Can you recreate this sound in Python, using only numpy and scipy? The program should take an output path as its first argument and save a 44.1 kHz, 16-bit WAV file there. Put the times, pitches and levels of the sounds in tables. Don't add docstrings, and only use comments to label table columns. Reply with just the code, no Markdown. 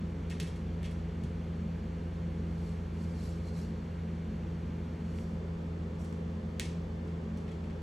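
import sys
import numpy as np
from scipy import signal
from scipy.fft import rfft, irfft
from scipy.io import wavfile
from scipy.ndimage import uniform_filter1d

SR = 44100
rng = np.random.default_rng(int(sys.argv[2]) if len(sys.argv) > 2 else 0)


def dump_mix(stems):
    frames = np.atleast_2d(stems).T
    limited = np.clip(frames, -1, 1)
    pcm = np.round(limited * 32767).astype(np.int16)
    wavfile.write(sys.argv[1], SR, pcm)


N = 344862
T = np.arange(N) / SR
HZ = np.fft.rfftfreq(N, 1 / SR)

FAN_HZ, COMPRESSOR_HZ, MAINS_HZ = 27.95, 57.9, 60
# multiple of the rotation rate, level/dB rms before the slow fade
FAN_ORDERS = [(1, -65.5), (3, -40.5), (6, -41), (9, -77), (12, -59.5), (15, -66), (18, -61.5)]
# multiple of its rate, level/dB rms before BUZZ_DB
COMPRESSOR_ORDERS = [(7, -64), (9, -60.5), (10, -76.5), (14, -78), (30, -79), (31, -77.5), (32, -80.5),
                     (50, -87.5), (55, -83.5), (56, -87), (58, -91), (60, -81.5), (61, -80.5)]
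# multiple of the mains rate, level/dB rms
MAINS_ORDERS = [(2, -57)]
# f/Hz, level/dB rms
TONES = [(74.8, -55.5), (148, -54.5), (376.5, -65), (550, -74)]
# before/dB, after the glide/dB
BUZZ_DB = (-2, 1)
THROB_DB, THROB_FADE_FROM_S, THROB_FADE_DB_PER_S = -47, 3.4, 2.5
FAN_START_DB, FAN_FADE_DB_PER_S = 0, 0.18
# f/Hz, density/dB per Hz
AIR_SPECTRUM = [(15, -81), (33, -80), (50, -67.5), (110, -71.5), (190, -75.5), (400, -76), (620, -83),
                (1000, -85.5), (1500, -91), (2400, -94), (4000, -102), (7000, -109.5), (10000, -117),
                (14800, -115), (16000, -138)]
# f/Hz, width/Hz, density/dB per Hz
ROOM_MODES = [(71.6, 31, -67.5), (170, 30, -64.5), (215.3, 15.1, -58.5), (237.6, 13.6, -66.5),
              (266.3, 17, -71), (331, 14, -76), (429.3, 22.7, -71.5), (512, 8.2, -76.5)]
# f/Hz, t60/s
ROOM_T60 = [(200, 0.99), (2000, 0.36), (5000, 0.49), (9000, 0.37), (11500, 0.35), (15000, .1)]
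# f/Hz, before/dB, after the glide/dB
STEREO_WIDTH = [(59, -55, -49), (140, -66, -30), (222, -27.5, -30), (328, -15, -11.5), (513, -5.5, -6),
                (737, 0.5, 0.5), (1180, 0, -3), (1900, -10, -2.5), (3000, -58, -3.5), (4000, -33, -11),
                (4720, -11, -15), (4990, 13, 3), (5480, -15, -12), (6650, -21, -18), (8100, -9.5, -20),
                (9530, 4, 9), (11740, -4.5, -5), (12700, 20, 24), (14000, 34, 32), (15600, 37, 26)]
# f/Hz, offset/dB
FRONT_SIDE = [(1500, -18), (2800, -5), (4500, 0), (5000, 2), (5600, 0), (9500, -3), (12000, 11),
              (13000, -14), (14000, -12), (15600, -10)]
# start/s, end/s
GLIDE_S = (5.17, 5.28)
EDGE_HZ = 17000
# t/s, relative level/dB, f/Hz, decay time/s, right channel against left (-1 to 1)
KNOCKS = [ (5.145, -37, 520, 0.0032, -0.85), (5.187, -21, 2300, 0.00016, 1),
          (6.1262, -33.5, 1400, .0008, -1), (6.129, -35, 370, .0025, -1), (7.423, -36, 560, .0024, -1), ]
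# t/s, envelope peak/dB, f/Hz
PAW_LANDINGS = [(0.015, -33.5, 204.5), (0.413, -36.5, 159.5), (1.227, -35.5, 134)]
# fastest at t/s, speeding up/s, slowing down/s, relative level/dB, lower edge/Hz,
# resonance against swish/dB
STROKES = [ (2.69, .22, 0.11, -68, 3670, 1), (3.02, 0.076, .14, -67.5, 3670, -12),
           (3.26, 0.16, 0.15, -62.5, 3580, -9), (3.488, 0.053, 0.033, -63.5, 3630, 10),
           (3.585, 0.056, 0.1, -61, 3670, -5), (5.19, 0.13, 0.16, -68, 4200, -14),
           (6.0, 0.012, 0.14, -66, 5040, 7), ]
STROKE_DROP_DB, STROKE_ROUNDNESS = 12, 1.3
# f/Hz, relative level/dB
CLOTH_SPECTRUM = [(2000, 5), (4300, 12), (6000, 7.5), (8000, 6.5), (10000, 1), (12000, 8), (12900, -16),
                  (15500, -32)]
# f/Hz, mean lift above the swish/dB
RUB_BANDS = [(4200, 4.5), (4700, 8), (5320, 7), (5790, 9), (6880, 2), (7400, 3), (8300, 2), (9080, 3)]
RUB_WIDTH_HZ = 28
RING_OVER_EDGE = 1.15
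# t/s, relative strength/dB, brightness/dB per octave,
# scrape decay/s, most prominent f/Hz
CLICKS = [ (0.2997, -22.5, 4, .0004, 5300), (0.3026, -18, 3, .003, 5800), (0.31, -17, -4, .014, 3600),
          (0.4001, -12.5, 0.5, .0002, 2800), (0.4021, -12.5, 3, 0.00061, 3740),
          (0.4102, -18.5, 1, .0012, 3100), (0.427, -21, 6, .0016, 8700), (0.473, -21, 4, .014, 5800),
          (0.558, -27, 3, .006, 2200), (0.8306, -23, 1, .0003, 3500), (0.84, -17.5, -2.5, .016, 2700),
          (0.852, -22.5, -1, .0004, 3300), (0.859, -24, 2, .001, 2200), (0.908, -27.5, 6, .015, 7400),
          (1.235, -25, 3, .004, 8300), (6.045, -27, 5, .003, 5800), (6.127, -30, 3, .0005, 6900),
          (6.5973, -4.5, 3, 0.000075, 2280), (6.6006, -17, 4.5, .006, 5900), (6.6052, -22, -3, .0004, 1800),
          (6.6357, -24, 0, .007, 5900), (6.644, -21, -1, .0018, 5300), (6.654, -21, 1, .008, 5300),
          (7.075, -30, 1, .008, 5800), (7.372, -27.5, 5, .003, 5800), (7.478, -25, -3.5, .015, 2400),
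          (7.512, -26, 0, .016, 3400), (7.638, -29, -3, .012, 2400), (7.696, -27, -3, .012, 2400), ]
# f/Hz, relative level/dB
SNAP_SPECTRUM = [(200, -42), (1420, -7), (1800, 2), (2700, 2), (3700, 1), (4500, -2), (6000, -7.5),
                 (8000, -7.5), (9500, -10), (12000, -10.5), (16000, -7)]
# f/Hz, half-width/Hz, lift above the snap/dB
CLICK_BANDS = [(1850, 60, 6), (2176, 50, 6), (2620, 70, 5), (3060, 45, 1.5), (3320, 49, 6),
               (3900, 80, -1.5), (5260, 55, 6.5), (5850, 70, 6), (6430, 52, 5), (7400, 42, 2),
               (8360, 100, 1)]


def amp(db):
    return 10 ** (np.asarray(db) / 20)


def evened(x):
    return x / np.sqrt(np.mean(x ** 2) + 1e-20)


def read(points, hz):
    f, value = np.transpose(points)
    return np.interp(np.log(hz + 1), np.log(f), value)


def add(mix, s, sound):
    part = mix[..., max(round(s * SR), 0):][..., :sound.shape[-1]]
    part += sound[..., :part.shape[-1]]


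def noise(gain):
    return irfft(rfft(rng.standard_normal((2, N))) * gain, N) * np.sqrt(SR / 2)


def wander(rate_hz):
    return evened(noise(np.exp(-(HZ / rate_hz) ** 2) * (HZ > 0)))


def glide(before, after):
    return before + np.interp(T, GLIDE_S, [0, 1]) * (after - before)


def causal(db, size=2048):
    log_gain = np.log(amp(np.r_[db, db[-2:0:-1]]))
    spectrum = np.exp(np.conj(signal.hilbert(log_gain)))
    return irfft(spectrum[:len(db)], size)


def hum(rate_hz, orders, sway_hz, flutter):
    speed, load = wander(2.5)
    turns = np.cumsum(rate_hz + sway_hz * speed) / SR
    lines = 0
    for order, db in orders:
        phase = rng.random((2, 1))
        lines = lines + amp(db) * np.cos(2 * np.pi * (round(order) * turns + phase))
    return np.sqrt(2) * lines * (1 + flutter * load)


def machines():
    fan = hum(FAN_HZ, FAN_ORDERS, sway_hz=0.037, flutter=0.073)
    fan = fan * amp(FAN_START_DB - FAN_FADE_DB_PER_S * T)
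    fade_db = THROB_FADE_DB_PER_S * np.maximum(T - THROB_FADE_FROM_S, 0)
    throb = hum(COMPRESSOR_HZ, [(1, THROB_DB)], sway_hz=0.02, flutter=0.15) * amp(-fade_db)
    buzz = hum(COMPRESSOR_HZ, COMPRESSOR_ORDERS, sway_hz=0.028, flutter=0.075)
    buzz = buzz * amp(glide(*BUZZ_DB))
    mains = hum(MAINS_HZ, MAINS_ORDERS, sway_hz=0.005, flutter=0.058)
    tones = sum(hum(hz, [(1, db)], sway_hz=0.14, flutter=0.055) for hz, db in TONES)
    return fan + throb + buzz + mains + tones


def smoothed_twice(x, sizes, axes):
    for size, axis in zip(sizes, axes):
        x = uniform_filter1d(x, size=size, axis=axis)
    return x


def ripple(depth_db, size=120):
    curve = smoothed_twice(rng.standard_normal(len(HZ)), (size, size), (-1, -1))
    return amp(depth_db * evened(curve))


def air(rush_hz=480, hiss_hz=1500, ripple_db=2.0, rush_in_db=0.5, rush_out_db=2.0,
        hiss_in_db=-0.67, hiss_out_db=-1.4):
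    boom = 0
    for hz, width_hz, db in ROOM_MODES:
        boom = boom + amp(db) ** 2 / (1 + ((HZ - hz) / width_hz) ** 2 * 2) ** 3
    power = amp(read(AIR_SPECTRUM, HZ)) ** 2 + boom
    hiss = HZ ** 4 / (HZ ** 4 + hiss_hz ** 4)
    rush = (1 - hiss) * np.exp(-2 * np.log2((HZ + 1) / rush_hz) ** 2)
    rest = np.maximum(1 - hiss - rush, 0)
    out = noise(np.sqrt(power * rest))
    out += noise(np.sqrt(power * rush)) * amp(glide(rush_in_db, rush_out_db))
    hissing = noise(np.sqrt(power * hiss) * ripple(ripple_db))
    return out + hissing * amp(glide(hiss_in_db, hiss_out_db))


def stereo(sound, side_db=0):
    common, across = rfft(sound)
    before = [(hz, db) for hz, db, _ in STEREO_WIDTH]
    after = [(hz, db) for hz, _, db in STEREO_WIDTH]
    pictures = []
    for width in (before, after):
        ratio = amp(read(width, HZ) + side_db)
        shares = np.array([common, 1j * ratio * across]) / np.sqrt(1 + ratio ** 2)
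        mid, side = irfft(shares, N)
        pictures.append(np.array([mid + side, mid - side]))
    return glide(*pictures)


def casing(crack_db=-4, crack_ratio=2.0, crack_share=0.25, rise_s=0.00028):
    t, out = np.arange(SR // 40) / SR, np.zeros((2, N))
    for s, db, hz, ring_s, right in KNOCKS:
        body = np.exp(-t / ring_s) * np.sin(2 * np.pi * hz * t)
        crack = np.exp(-t / (crack_share * ring_s)) * np.sin(2 * np.pi * crack_ratio * hz * t)
        onset = 1 - np.exp(-t / rise_s)
        knock = amp(db) * onset * (body + amp(crack_db) * crack)
        add(out, s, np.outer([1, right], knock))
    return out


def paws(rise_s=0.0165):
    t, out = np.arange(SR // 4) / SR, np.zeros(N)
    for s, db, hz in PAW_LANDINGS:
        push = t / rise_s * np.exp(1 - t / rise_s)
        add(out, s, amp(db) * push * np.sin(2 * np.pi * hz * t))
    return out


def flag(level_db=2.0, crinkle=0.43, catches_per_s=260, patchy_db=2.0, width_hz=85,
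         band_spread_db=1, size=65536):
    t, hz = (np.arange(size) - size / 2) / SR, np.fft.rfftfreq(size, 1 / SR)
    out = np.zeros((2, N))
    for s, rise_s, fall_s, db, edge_hz, ring_db in STROKES:
        away = np.maximum(-t / rise_s, t / fall_s)
        stroke = amp(level_db + db - STROKE_DROP_DB * away ** STROKE_ROUNDNESS)
        caught = rng.random(size) < catches_per_s / SR
        catches = evened((rng.random(size) - .5) * caught)
        friction = rng.standard_normal((2, size)) + crinkle * catches
        bands_db = 0
        for f, lift_db in RUB_BANDS:
            peak_db = lift_db + band_spread_db * rng.standard_normal()
            bands_db = bands_db + peak_db / (1 + ((hz - f) / RUB_WIDTH_HZ) ** 2)
        above_edge = hz ** 12 / (hz ** 12 + float(edge_hz) ** 12)
        colour = amp(read(CLOTH_SPECTRUM, hz) + bands_db) * above_edge
        off_ring = (hz - RING_OVER_EDGE * edge_hz) / width_hz
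        colour *= 1 + amp(ring_db) / (1 + off_ring ** 2) ** 2
        add(out, s + t[0], stroke * evened(irfft(rfft(friction) * colour, size)))
    z = signal.stft(out, SR, nperseg=512)[2]
    folds = evened(smoothed_twice(rng.standard_normal(z.shape[1:]), (3, 4), (0, 1)))
    return signal.istft(z * amp(patchy_db * folds), SR, nperseg=512)[1][:, :N]


def room(tail_db=-3, early_db=-6.0, early_t60_s=0.11, build_s=0.002, dull_hz=11300):
    t = np.arange(SR // 2) / SR
    taps = rng.standard_normal((2, len(t))) * (rng.random((2, len(t))) < .25)
    hz, at_s, z = signal.stft(taps, SR, nperseg=256)
    fade = amp(-60 * at_s / read(ROOM_T60, hz)[:, None])
    tail = signal.istft(z * fade, SR, nperseg=256)[1][:, :len(t)]
    tail = tail * (1 - np.exp(-t / build_s))
    early = rng.standard_normal((2, len(t))) * amp(-60 * t / early_t60_s) * (t > 1 / 1000)
    early *= rng.random(early.shape) < .05
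    dull = signal.butter(12, min(dull_hz, SR / 2 - 100), fs=SR, output="sos")
    tail, early = signal.sosfilt(dull, [tail, early])
    return (amp(tail_db) * evened(tail) + amp(early_db) * evened(early)) / np.sqrt(len(t))


def clicks(level_db=-3, snap_s=0.001, scrape_direct_db=-6, snap_lift_db=8, peak_lift_db=3,
           peak_width_hz=130, slips_per_s=3000, delay_s=0.000284, size=2048):
    t, hz = np.arange(size) / SR, np.fft.rfftfreq(size, 1 / SR)
    octaves = np.log2(np.clip(hz, 700, 12000) / 4000)
    contact_db = read(SNAP_SPECTRUM, hz)
    for f, width_hz, lift_db in CLICK_BANDS:
        contact_db = contact_db + lift_db / (1 + ((hz - f) / width_hz) ** 2)
    dispersion = np.exp(-4j * np.pi * delay_s * np.sqrt(4000 * hz))
    out = np.zeros((2, N))
    for s, db, bright_db, scrape_s, peak_hz in CLICKS:
        snap = np.exp(-scrape_s / snap_s)
        slips = rng.standard_normal(size) * (rng.random(size) < slips_per_s / SR)
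        force = np.sqrt(1 - snap) * evened(slips * np.exp(-t / scrape_s)) / np.sqrt(size)
        force[0] = np.sqrt(snap)
        direct_db = scrape_direct_db + snap_lift_db * np.sqrt(snap)
        paths = room()
        add(paths, 0, amp(direct_db) * force)
        peak_db = peak_lift_db / (1 + ((hz - peak_hz) / peak_width_hz) ** 2)
        pulse = causal(contact_db + bright_db * octaves + peak_db)
        pulse = irfft(rfft(pulse) * dispersion, size)
        add(out, s, amp(level_db + db) * signal.fftconvolve(paths, pulse[None], axes=1))
    return out


def scene():
    around = stereo(machines() + air() + paws())
    ahead = stereo(clicks() + flag(), side_db=read(FRONT_SIDE, HZ))
    return around + ahead + casing()


def record(dry):
    low_pass = signal.firwin(511, EDGE_HZ, window=("kaiser", 9), fs=SR)
    return signal.oaconvolve(dry, low_pass[None], "same")


dry = scene()
out = record(dry)
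dump_mix(out)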